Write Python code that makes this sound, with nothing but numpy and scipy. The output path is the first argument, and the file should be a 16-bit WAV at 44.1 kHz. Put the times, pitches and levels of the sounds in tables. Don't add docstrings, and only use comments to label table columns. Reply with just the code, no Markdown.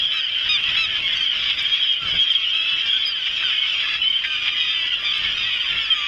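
import sys
import numpy as np
from scipy import signal
from scipy.fft import rfft, irfft
from scipy.io import wavfile
from scipy.ndimage import uniform_filter1d

SR = 44100
rng = np.random.default_rng(int(sys.argv[2]) if len(sys.argv) > 2 else 0)


def master_out(mix):
    frames = np.transpose(np.atleast_2d(mix))
    ceiling = np.clip(frames, -1, 1)
    pcm = np.round(ceiling * 32767).astype(np.int16)
    wavfile.write(sys.argv[1], SR, pcm)


N = 267951
TIME = np.arange(N) / SR


def gain_of(db):
    return 10 ** (np.asarray(db) / 20)


def evened(x):
    return x / np.sqrt(np.mean(x ** 2) + 1e-20)


def add(mix, s, sound):
    at = round(s * SR)
    sound = sound[max(-at, 0):]
    part = mix[max(at, 0):][:len(sound)]
    part += sound[:len(part)]


def coloured(x, points):
    hz, db = np.transpose(points)
    bins = np.fft.rfftfreq(len(x), 1 / SR)
    gain = gain_of(np.interp(np.log(bins + 1), np.log(hz), db))
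    return irfft(rfft(x) * gain, len(x))


def wander(dice, t, per_s):
    knots = dice.standard_normal(size=1024)
    return np.interp(t * per_s, np.arange(len(knots)), knots)


def own_dice():
    return np.random.default_rng(rng.integers(2 ** 31))


def near_birds(cries_db=1, whistles_db=4, rasps_db=2):
    # (time [s], length [s], pitch [Hz], fall [share of pitch, negative rises],
    # level before trim [dB], roughness [0-1], throat resonance [Hz])
    near_cries = [(0.116, 0.1, 1308, .06, -15, 0.1, 3530), (0.488, 0.09, 1229, 0.088, -6.5, 0, 3500),
                  (0.766, 0.1, 1323, .07, -7.5, 0, 3720), (0.945, 0.27, 1071, 0.11, -20, 0.5, 2740),
                  (1.128, 0.015, 1690, .03, -17.5, 0.2, 5460), (1.335, 0.3, 1242, 0.12, -19, 0.9, 3860),
                  (1.996, 0.11, 1338, 0.17, -18.5, 0.4, 1330), (2.074, 0.045, 1540, 0.18, -21.5, 0.3, 6300),
                  (2.53, 0.25, 1311, -0.028, -16.5, 0.2, 2790), (2.691, 0.3, 1620, 0.13, -29, .15, 1940),
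                  (2.93, 0.06, 1540, -0.019, -17.5, 0, 1290), (3.248, 0.055, 1430, 0.31, -26, 0.2, 5820),
                  (3.307, .14, 1370, 0.11, -23.5, 0.3, 5800), (3.423, 0.1, 1472, 0.21, -14.5, 0.1, 1950),
                  (3.449, 0.072, 1184, 0.1, -19.5, 0, 3670), (3.663, 0.19, 1406, 0.12, -24.5, 0, 5560),
                  (4.242, 0.14, 1567, 0.08, -15.5, 0.02, 1080), (4.269, 0.36, 1214, .04, -16, 0.3, 1965),
                  (4.584, 0.12, 634.4, .02, -20.5, .25, 3000), (4.54, 0.45, 994, 0.026, -24, 0.1, 1960),
                  (4.594, 0.22, 1210, .07, -18, 0.16, 3420), (4.575, .34, 1292, -0.094, -21, 0.3, 2390),
                  (4.916, 0.043, 1422, 0.11, -14, 0.3, 2355), (4.991, 0.3, 1203, -.025, -19, 0.2, 1560),
                  (5.045, 0.086, 1178, 0.087, -15, 0.13, 3650), (5.134, 0.15, 1346, -0.02, -18, 0.4, 3520),
                  (5.372, 0.096, 1223, 0.085, -15.5, 0.25, 3360),
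                  (5.689, 0.2, 1380, 0.055, -18.5, 0.04, 1940), (5.81, 0.066, 1700, 0.19, -17.5, 0, 4840)]
    # (roughness [0-1], throat resonance [Hz], course of (time [s], pitch [Hz], level [dB]))
    bent_voices = [(.08, 4900, [(1.15, 1594, -19.5), (1.16, 1519, -14), (1.18, 1542, -14.5),
                   (1.19, 1585, -25), (1.204, 1505, -15), (1.216, 1543, -13), (1.236, 1540, -17.5),
                   (1.255, 1405, -17.5), (1.275, 1420, -17)]), (0.038, 4900, [(3.05, 4890, -18.5),
                   (3.062, 4910, -8), (3.076, 4970, -8), (3.095, 4870, -12.5), (3.13, 4620, -16.5),
                   (3.155, 4440, -21)]), (0.26, 3900, [(3.63, 762, -26.5), (3.7, 743, -24.5),
                   (3.78, 696, -26.5), (3.87, 662, -19), (3.93, 676, -18), (3.97, 648, -18),
                   (4.0, 633, -25)]), (.08, 4600, [(5.283, 1441, -22.5), (5.32, 1398, -19),
                   (5.375, 1450, -17.5), (5.45, 1370, -25)]), (.04, 4500, [(5.595, 1154, -21),
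                   (5.635, 1190, -22), (5.69, 1210, -25)]), (0.0026, 1060, [(5.89, 1330, -17),
                   (5.95, 1247, -16.5), (5.985, 1207, -8.5), (6.1, 1137, -18)])]
    # (time [s], length [s], pitch [Hz], fall [share of pitch, negative rises],
    # level before trim [dB], roughness [0-1], octave level against the tone [dB])
    near_whistles = [(0.761, 0.024, 3290, 0.025, -17.5, 0.3, -15),
                     (0.948, 0.022, 3200, 0.02, -23, 0.2, -20), (1.127, 0.03, 3390, .04, -22, .2, -10),
                     (1.21, 0.11, 3173, -0.0019, -26, 0.3, -17),
                     (1.651, 0.033, 3240, -0.0067, -24.5, 0.2, -12),
                     (1.717, 0.053, 3276, -0.034, -18.5, .15, -11), (1.795, .06, 3270, .02, -23, .1, -14),
                     (1.87, .085, 3225, .015, -22, .12, -14),
                     (2.188, 0.064, 3262, -0.009, -17.5, 0.1, -8.5),
                     (2.253, 0.047, 3264, 0.014, -27, 0.2, -12), (2.3, 0.028, 3200, 0.05, -15, 0.35, -12),
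                     (2.349, 0.028, 3214, 0.08, -16, 0.4, -18), (2.9, 0.08, 3327, .02, -21.5, 0.4, -10),
                     (3.575, 0.029, 3024, 0.021, -21, 0.3, -13),
                     (4.014, .078, 3047, -0.035, -18.5, 0.06, -30), (4.097, .025, 3090, 0.041, -18, 0, -16),
                     (4.128, .05, 3075, -0.044, -20, .08, -26), (4.18, 0.035, 3110, .01, -29, .1, -15),
                     (5.598, .025, 3130, .03, -23, .2, -20), (5.77, .022, 3290, .01, -23, .2, -20),
                     (5.901, 0.042, 3153, 0.047, -14.5, .05, -22), (5.943, 0.15, 3283, .006, -30, 0.01, 5)]
    # (time [s], length [s], level before trim [dB], throat resonance [Hz])
    near_rasps = [(0.451, 0.047, -24, 1790), (0.733, 0.081, -22.5, 1660), (1.485, 0.036, -15.5, 3230),
                  (1.588, 0.027, -19.5, 5960), (1.636, 0.029, -23.5, 2240), (2.318, 0.052, -25, 3750),
                  (2.853, .05, -22, 5120), (3.256, 0.032, -21, 2420), (3.419, 0.026, -22, 1600),
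                  (4.233, 0.034, -17.5, 2000), (4.445, 0.027, -21.5, 2200), (4.47, 0.028, -14.5, 2760)]
    out = np.zeros(N)
    for s, length, hz, fall, db, rough, throat_hz in near_cries:
        pitch = contour(length, hz, fall, arch=.05)
        add(out, s, cry(pitch, db + cries_db, rough, throat_hz))
    for rough, throat_hz, course in bent_voices:
        add(out, *bent_voice(rough, throat_hz, course))
    for s, length, hz, fall, db, rough, octave_db in near_whistles:
        add(out, s, whistle(contour(length, hz, fall), db + whistles_db, rough, octave_db))
    for s, length, db, throat_hz in near_rasps:
        add(out, s, rasp(length, 280, db + rasps_db, throat_hz))
    return out


def cry(pitch, db, rough, throat_hz, top_hz=11000):
    low_fade_hz = 980
    fade_share = 0.16
    phase, swell = syrinx(pitch, rough)
    swell = swell * np.minimum(np.linspace(1, 0, len(swell)) / fade_share, 1)
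    orders = np.arange(1, int(1.3 * top_hz / pitch.mean()) + 1)
    hz = orders * pitch.mean()
    heights = throat(hz, throat_hz) / (1 + (hz / top_hz) ** 6)
    heights = heights / np.sqrt(1 + (low_fade_hz / hz) ** 12)
    stack = np.cos(np.outer(orders.astype(np.float32), phase.astype(np.float32)))
    harmonics = heights.astype(np.float32) @ stack
    return np.sqrt(2) * gain_of(db) * swell * harmonics


def bent_voice(rough, throat_hz, course):
    s, hz, db = np.transpose(course)
    t = np.arange(s[0], s[-1], 1 / SR)
    return s[0], cry(np.interp(t, s, hz), np.interp(t, s, db), rough, throat_hz)


def whistle(pitch, db, rough, octave_db, half_db=-26):
    phase, swell = syrinx(pitch, rough)
    octave = gain_of(octave_db) * np.sin(2 * phase)
    halfway = gain_of(half_db) * np.sin(1.5 * phase)
    return np.sqrt(2) * gain_of(db) * swell * (np.sin(phase) + octave + halfway)


def rasp(length, per_s, db, throat_hz, open_share=0.32):
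    dice = own_dice()
    t = np.arange(int(max(length, .01) * SR)) / SR
    turns = np.cumsum(per_s * (1 + .12 * wander(dice, t, 200))) / SR
    puffs = np.exp(-(turns % 1) / open_share) * dice.standard_normal(len(t))
    bins = np.fft.rfftfreq(len(t), 1 / SR) + 1
    mouth_gain = throat(bins, throat_hz) / (1 + (bins / 9000) ** 4)
    voiced = irfft(rfft(puffs) * mouth_gain, len(t))
    return gain_of(db) * evened(voiced) * signal.windows.tukey(len(t), .5)


def syrinx(pitch, rough):
    dice = own_dice()
    t = np.arange(len(pitch)) / SR
    quaver = (.002 + .02 * rough) * wander(dice, t, 110)
    jitter = .05 * rough * wander(dice, t, 900)
    tremble = .9 * wander(dice, t, 520) + wander(dice, t, 45)
    flutter = np.exp(min(rough + .08, .7) * tremble)
    swell = np.minimum(t / .005, 1) * np.minimum((t[-1] - t) / .011, 1)
    phase = 2 * np.pi * np.cumsum(pitch * (1 + quaver + jitter)) / SR
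    return phase, swell * evened(flutter)


def throat(hz, centre_hz, depth_db=12, octaves=0.63):
    bump = np.exp(-(np.log2(hz / centre_hz) / octaves) ** 2)
    return gain_of(depth_db * (bump - 1.5))


def contour(length, hz, fall, arch=0):
    ends = 1 - arch / (1 + (length / .16) ** 6)
    return glide(length, hz * (ends + fall / 2), hz, hz * (ends - fall / 2))


def glide(length, *pitches):
    arc = np.polyfit([0, .5, 1], pitches, 2)
    return np.polyval(arc, np.linspace(0, 1, int(max(length, .01) * SR)))


def warbled(pitch):
    t = np.arange(len(pitch)) / SR
    return pitch * (1 + .015 * wander(own_dice(), t, 60))


def crowd(yelps_db=10, croaks_db=6, rasps_db=5, far_db=8.0, young_db=1, screech_db=-3.5):
    # (time [s], relative level [dB])
    adult_course = [(0, -32), (0.28, -36.5), (0.7, -29), (0.88, -34), (1.07, -32.5), (1.3, -36),
                    (1.45, -33.5), (1.7, -30.5), (1.95, -37.5), (2.16, -30.5), (2.32, -34.5), (2.96, -32.5),
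                    (3.12, -36.5), (3.45, -32.5), (3.93, -32.5), (4.12, -34.5), (4.46, -33.5),
                    (4.62, -38.5), (5.2, -31.5), (5.9, -31.5)]
    # (time [s], relative level [dB])
    young_course = [(0, -21.5), (0.48, -26.5), (0.72, -24), (1.05, -29.5), (1.3, -22.5), (1.6, -26.5),
                    (1.88, -21.5), (2.07, -24.5), (2.2, -21), (2.7, -23.5), (2.95, -21.5), (3.35, -26.5),
                    (3.7, -22), (4.1, -33.5), (4.47, -25), (4.58, -24), (4.95, -24), (5.35, -30)]
    yelps = crowd_cries(count=280, pitch_hz=1380, spread=.13, distance_db=1.84, throat_hz=2730,
                        throat_spread=0.2, roughness=.36, length_s=.1)
    croaks = crowd_cries(count=80, pitch_hz=580.4, spread=.18, distance_db=2, throat_hz=2410,
                         throat_spread=0.21, roughness=.33, length_s=.1)
    screeches = crowd_cries(count=170, pitch_hz=1567, spread=0.11, distance_db=2, throat_hz=5100,
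                            throat_spread=0.14, roughness=.55, length_s=.06)
    adults = gain_of(yelps_db) * yelps + gain_of(croaks_db) * croaks
    adults = adults + gain_of(rasps_db) * crowd_rasps() + gain_of(far_db) * far_flock()
    young = gain_of(young_db) * crowd_young() + gain_of(screech_db) * screeches
    return adults * chorus_level(adult_course) + young * chorus_level(young_course)


def chorus_level(curve):
    surge_db, surges_per_s = -1, 20
    course_db = np.interp(TIME, *np.transpose(curve))
    return gain_of(course_db + surge_db * wander(rng, TIME, surges_per_s))


def random_birds(count, uniforms, normals, limit=2):
    even = rng.random((count, uniforms))
    bell = rng.standard_normal((count, normals)).clip(-limit, limit)
    return zip(range(count), even, bell)


def crowd_cries(count, pitch_hz, spread, distance_db, throat_hz, throat_spread, roughness, length_s):
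    out = np.zeros(N)
    for k, even, bell in random_birds(count, 5, 3, limit=1.7):
        when, long, rise, sag, harsh = even
        size, near, mouth = bell
        hz = pitch_hz * np.exp(spread * size)
        length = length_s * (.5 + long)
        pitch = glide(length, hz * (.96 + .08 * rise), hz, hz * (1.01 - .12 * sag))
        rough = roughness * (0.31 + harsh)
        mouth_hz = throat_hz * np.exp(throat_spread * mouth)
        call = cry(warbled(pitch), distance_db * near, rough, mouth_hz, top_hz=6800)
        add(out, (k + when) / count * (TIME[-1] + .2) - .2, call)
    return evened(out)


def crowd_young(count=250, pitch_hz=3190, spread=.038, distance_db=1.0, roughness=0.24):
    out = np.zeros(N)
    for k, even, bell in random_birds(count, 3, 4):
        when, long, harsh = even
        size, near, first, last = bell
        hz = pitch_hz * np.exp(spread * size)
        pitch = glide(0.03 + 0.08 * long, hz * (1 + 0.033 * first), hz, hz * (.98 + 0.032 * last))
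        rough = 0.08 + roughness * harsh
        call = whistle(warbled(pitch), distance_db * near, rough, octave_db=-25.5, half_db=-21)
        add(out, (k + when) / count * (TIME[-1] + .1) - .1, call)
    return evened(out)


def crowd_rasps(count=130, distance_db=2, throat_hz=2500):
    out = np.zeros(N)
    for k, even, bell in random_birds(count, 3, 2):
        when, long, fast = even
        near, mouth = bell
        mouth_hz = throat_hz * np.exp(0.2 * mouth)
        call = rasp(0.03 + 0.12 * long, 160 + 220 * fast, distance_db * near, mouth_hz)
        add(out, (k + when) / count * TIME[-1], call)
    return evened(out)


def far_flock(patchy_db=5.0):
    # (frequency [Hz], relative density [dB per Hz])
    roar_colour = [(700, -19.5), (1100, 7.5), (1500, 1.5), (2500, 5), (4000, -11), (7000, 1.5),
                   (10000, -0.5)]
    roar = coloured(rng.standard_normal(N), roar_colour)
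    _, _, z = signal.stft(roar, SR, nperseg=512, noverlap=384)
    patches = uniform_filter1d(rng.standard_normal(z.shape), size=2, axis=0)
    patches = evened(uniform_filter1d(patches, size=16, axis=1))
    _, patchy = signal.istft(z * gain_of(patchy_db * patches), SR, nperseg=512, noverlap=384)
    return evened(patchy[:N])


def quay(x, wet_db=-15, t60=0.034):
    t = np.arange(SR // 2) / SR
    struck = rng.random(len(t)) < 2000 / SR
    taps = rng.standard_normal(len(t)) * struck * (t > .006) * gain_of(-60 * t / t60)
    echoes = signal.fftconvolve(x, taps / np.linalg.norm(taps))[:N]
    return x + gain_of(wet_db) * echoes


def ticks(level_db=3, decay=0.00015):
    # (time [s], peak before level_db [dB])
    tick_peaks = [(0.1411, -33), (0.212, -38), (0.7903, -34), (1.627, -30), (2.3246, -27), (2.3695, -40),
                  (3.0787, -31), (3.241, -40), (4.1708, -33), (4.263, -38), (5.18, -30.5)]
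    out = np.zeros(N)
    t = np.arange(SR // 200) / SR
    for s, db in tick_peaks:
        tick = rng.standard_normal(len(t)) * np.exp(-t / decay)
        add(out, s, gain_of(db + level_db) * tick / abs(tick).max())
    return out


def background():
    return gusts() + harbour_wash() + engine_hum()


def gusts():
    # (frequency [Hz], relative density [dB per Hz])
    wind_colour = [(15, -9), (40, -2), (90, -5), (160, -5.5), (230, -14), (400, -14.5), (900, -21),
                   (3000, -67.5)]
    return evened(coloured(rng.standard_normal(N), wind_colour)) * breeze()


def breeze(buffet_db=1.5, buffets_per_s=20):
    # (time [s], length [s], level before buffeting [dB])
    gust_course = [(-0.04, 0.17, -47), (0.43, 0.58, -46), (0.962, 0.3, -46.5), (1.325, 0.48, -50.5),
                   (2.006, 0.25, -39.5), (2.69, 0.14, -48.5), (2.832, 0.2, -51.5), (3.273, 0.27, -50.5),
                   (3.72, 0.48, -53), (4.198, 1, -57), (5.18, 0.36, -46.5), (5.668, 0.18, -44.5)]
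    rise_s, fall_s, lull_db = 0.03, 0.091, -56.5
    strength = gain_of(lull_db) * np.ones(N)
    for s, length, db in gust_course:
        shape = np.minimum((TIME - s) / rise_s, (s + length - TIME) / fall_s).clip(0, 1)
        strength = np.hypot(strength, gain_of(db) * shape)
    return strength * gain_of(buffet_db * wander(rng, TIME, buffets_per_s))


def harbour_wash(harbour_db=-49.5, lapping_db=-2.0):
    # (frequency [Hz], relative density [dB per Hz])
    wash_colour = [(20, -24.5), (100, -17.5), (300, 4), (450, -4.5), (620, 3.5), (850, -8.5), (2000, 3),
                   (8000, -28.5), (10500, -24), (14000, -30)]
    level = gain_of(harbour_db + lapping_db * wander(rng, TIME, 36))
    return level * evened(coloured(rng.standard_normal(N), wash_colour))


def engine_hum(hum_db=-74.0, hum_hz=53.8, rise_db_per_s=3.5):
    tone = np.sin(2 * np.pi * hum_hz * TIME + .5 * wander(rng, TIME, 4.3))
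    return gain_of(hum_db + rise_db_per_s * TIME) * evened(tone)


def scene():
    # (frequency [Hz], gain [dB])
    mic_response = [(500, -49), (800, -15.5), (1200, -15.5), (1900, -7.5), (2600, -5.5), (2900, -2),
                    (3200, -0.5), (3600, -6), (3900, -13), (4250, -25), (4850, -11.5), (5600, -23),
                    (7200, -32.5), (8400, -43), (10800, -42), (14000, -49)]
    gulls = coloured(quay(crowd() + near_birds()), mic_response)
    return (gulls + background() + ticks())[None]


def record(dry):
    limit_db, ratio, recover_db_per_s, edge_hz = -20.5, 1.41, 37.5, 14400
    power_db = 10 * np.log10(abs(uniform_filter1d(dry[0] ** 2, size=900)) + 1e-12)
    recovery = TIME * recover_db_per_s
    sensed_db = np.maximum.accumulate(power_db + recovery) - recovery
    over_db = np.maximum(sensed_db - limit_db, 0)
    held = dry * gain_of(-uniform_filter1d(over_db, size=400) * (1 - 1 / ratio))
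    lowpass = signal.firwin(511, edge_hz, window=("kaiser", 9), fs=SR)
    return signal.oaconvolve(held, lowpass[None], "same")


dry = scene()
out = record(dry)
master_out(out)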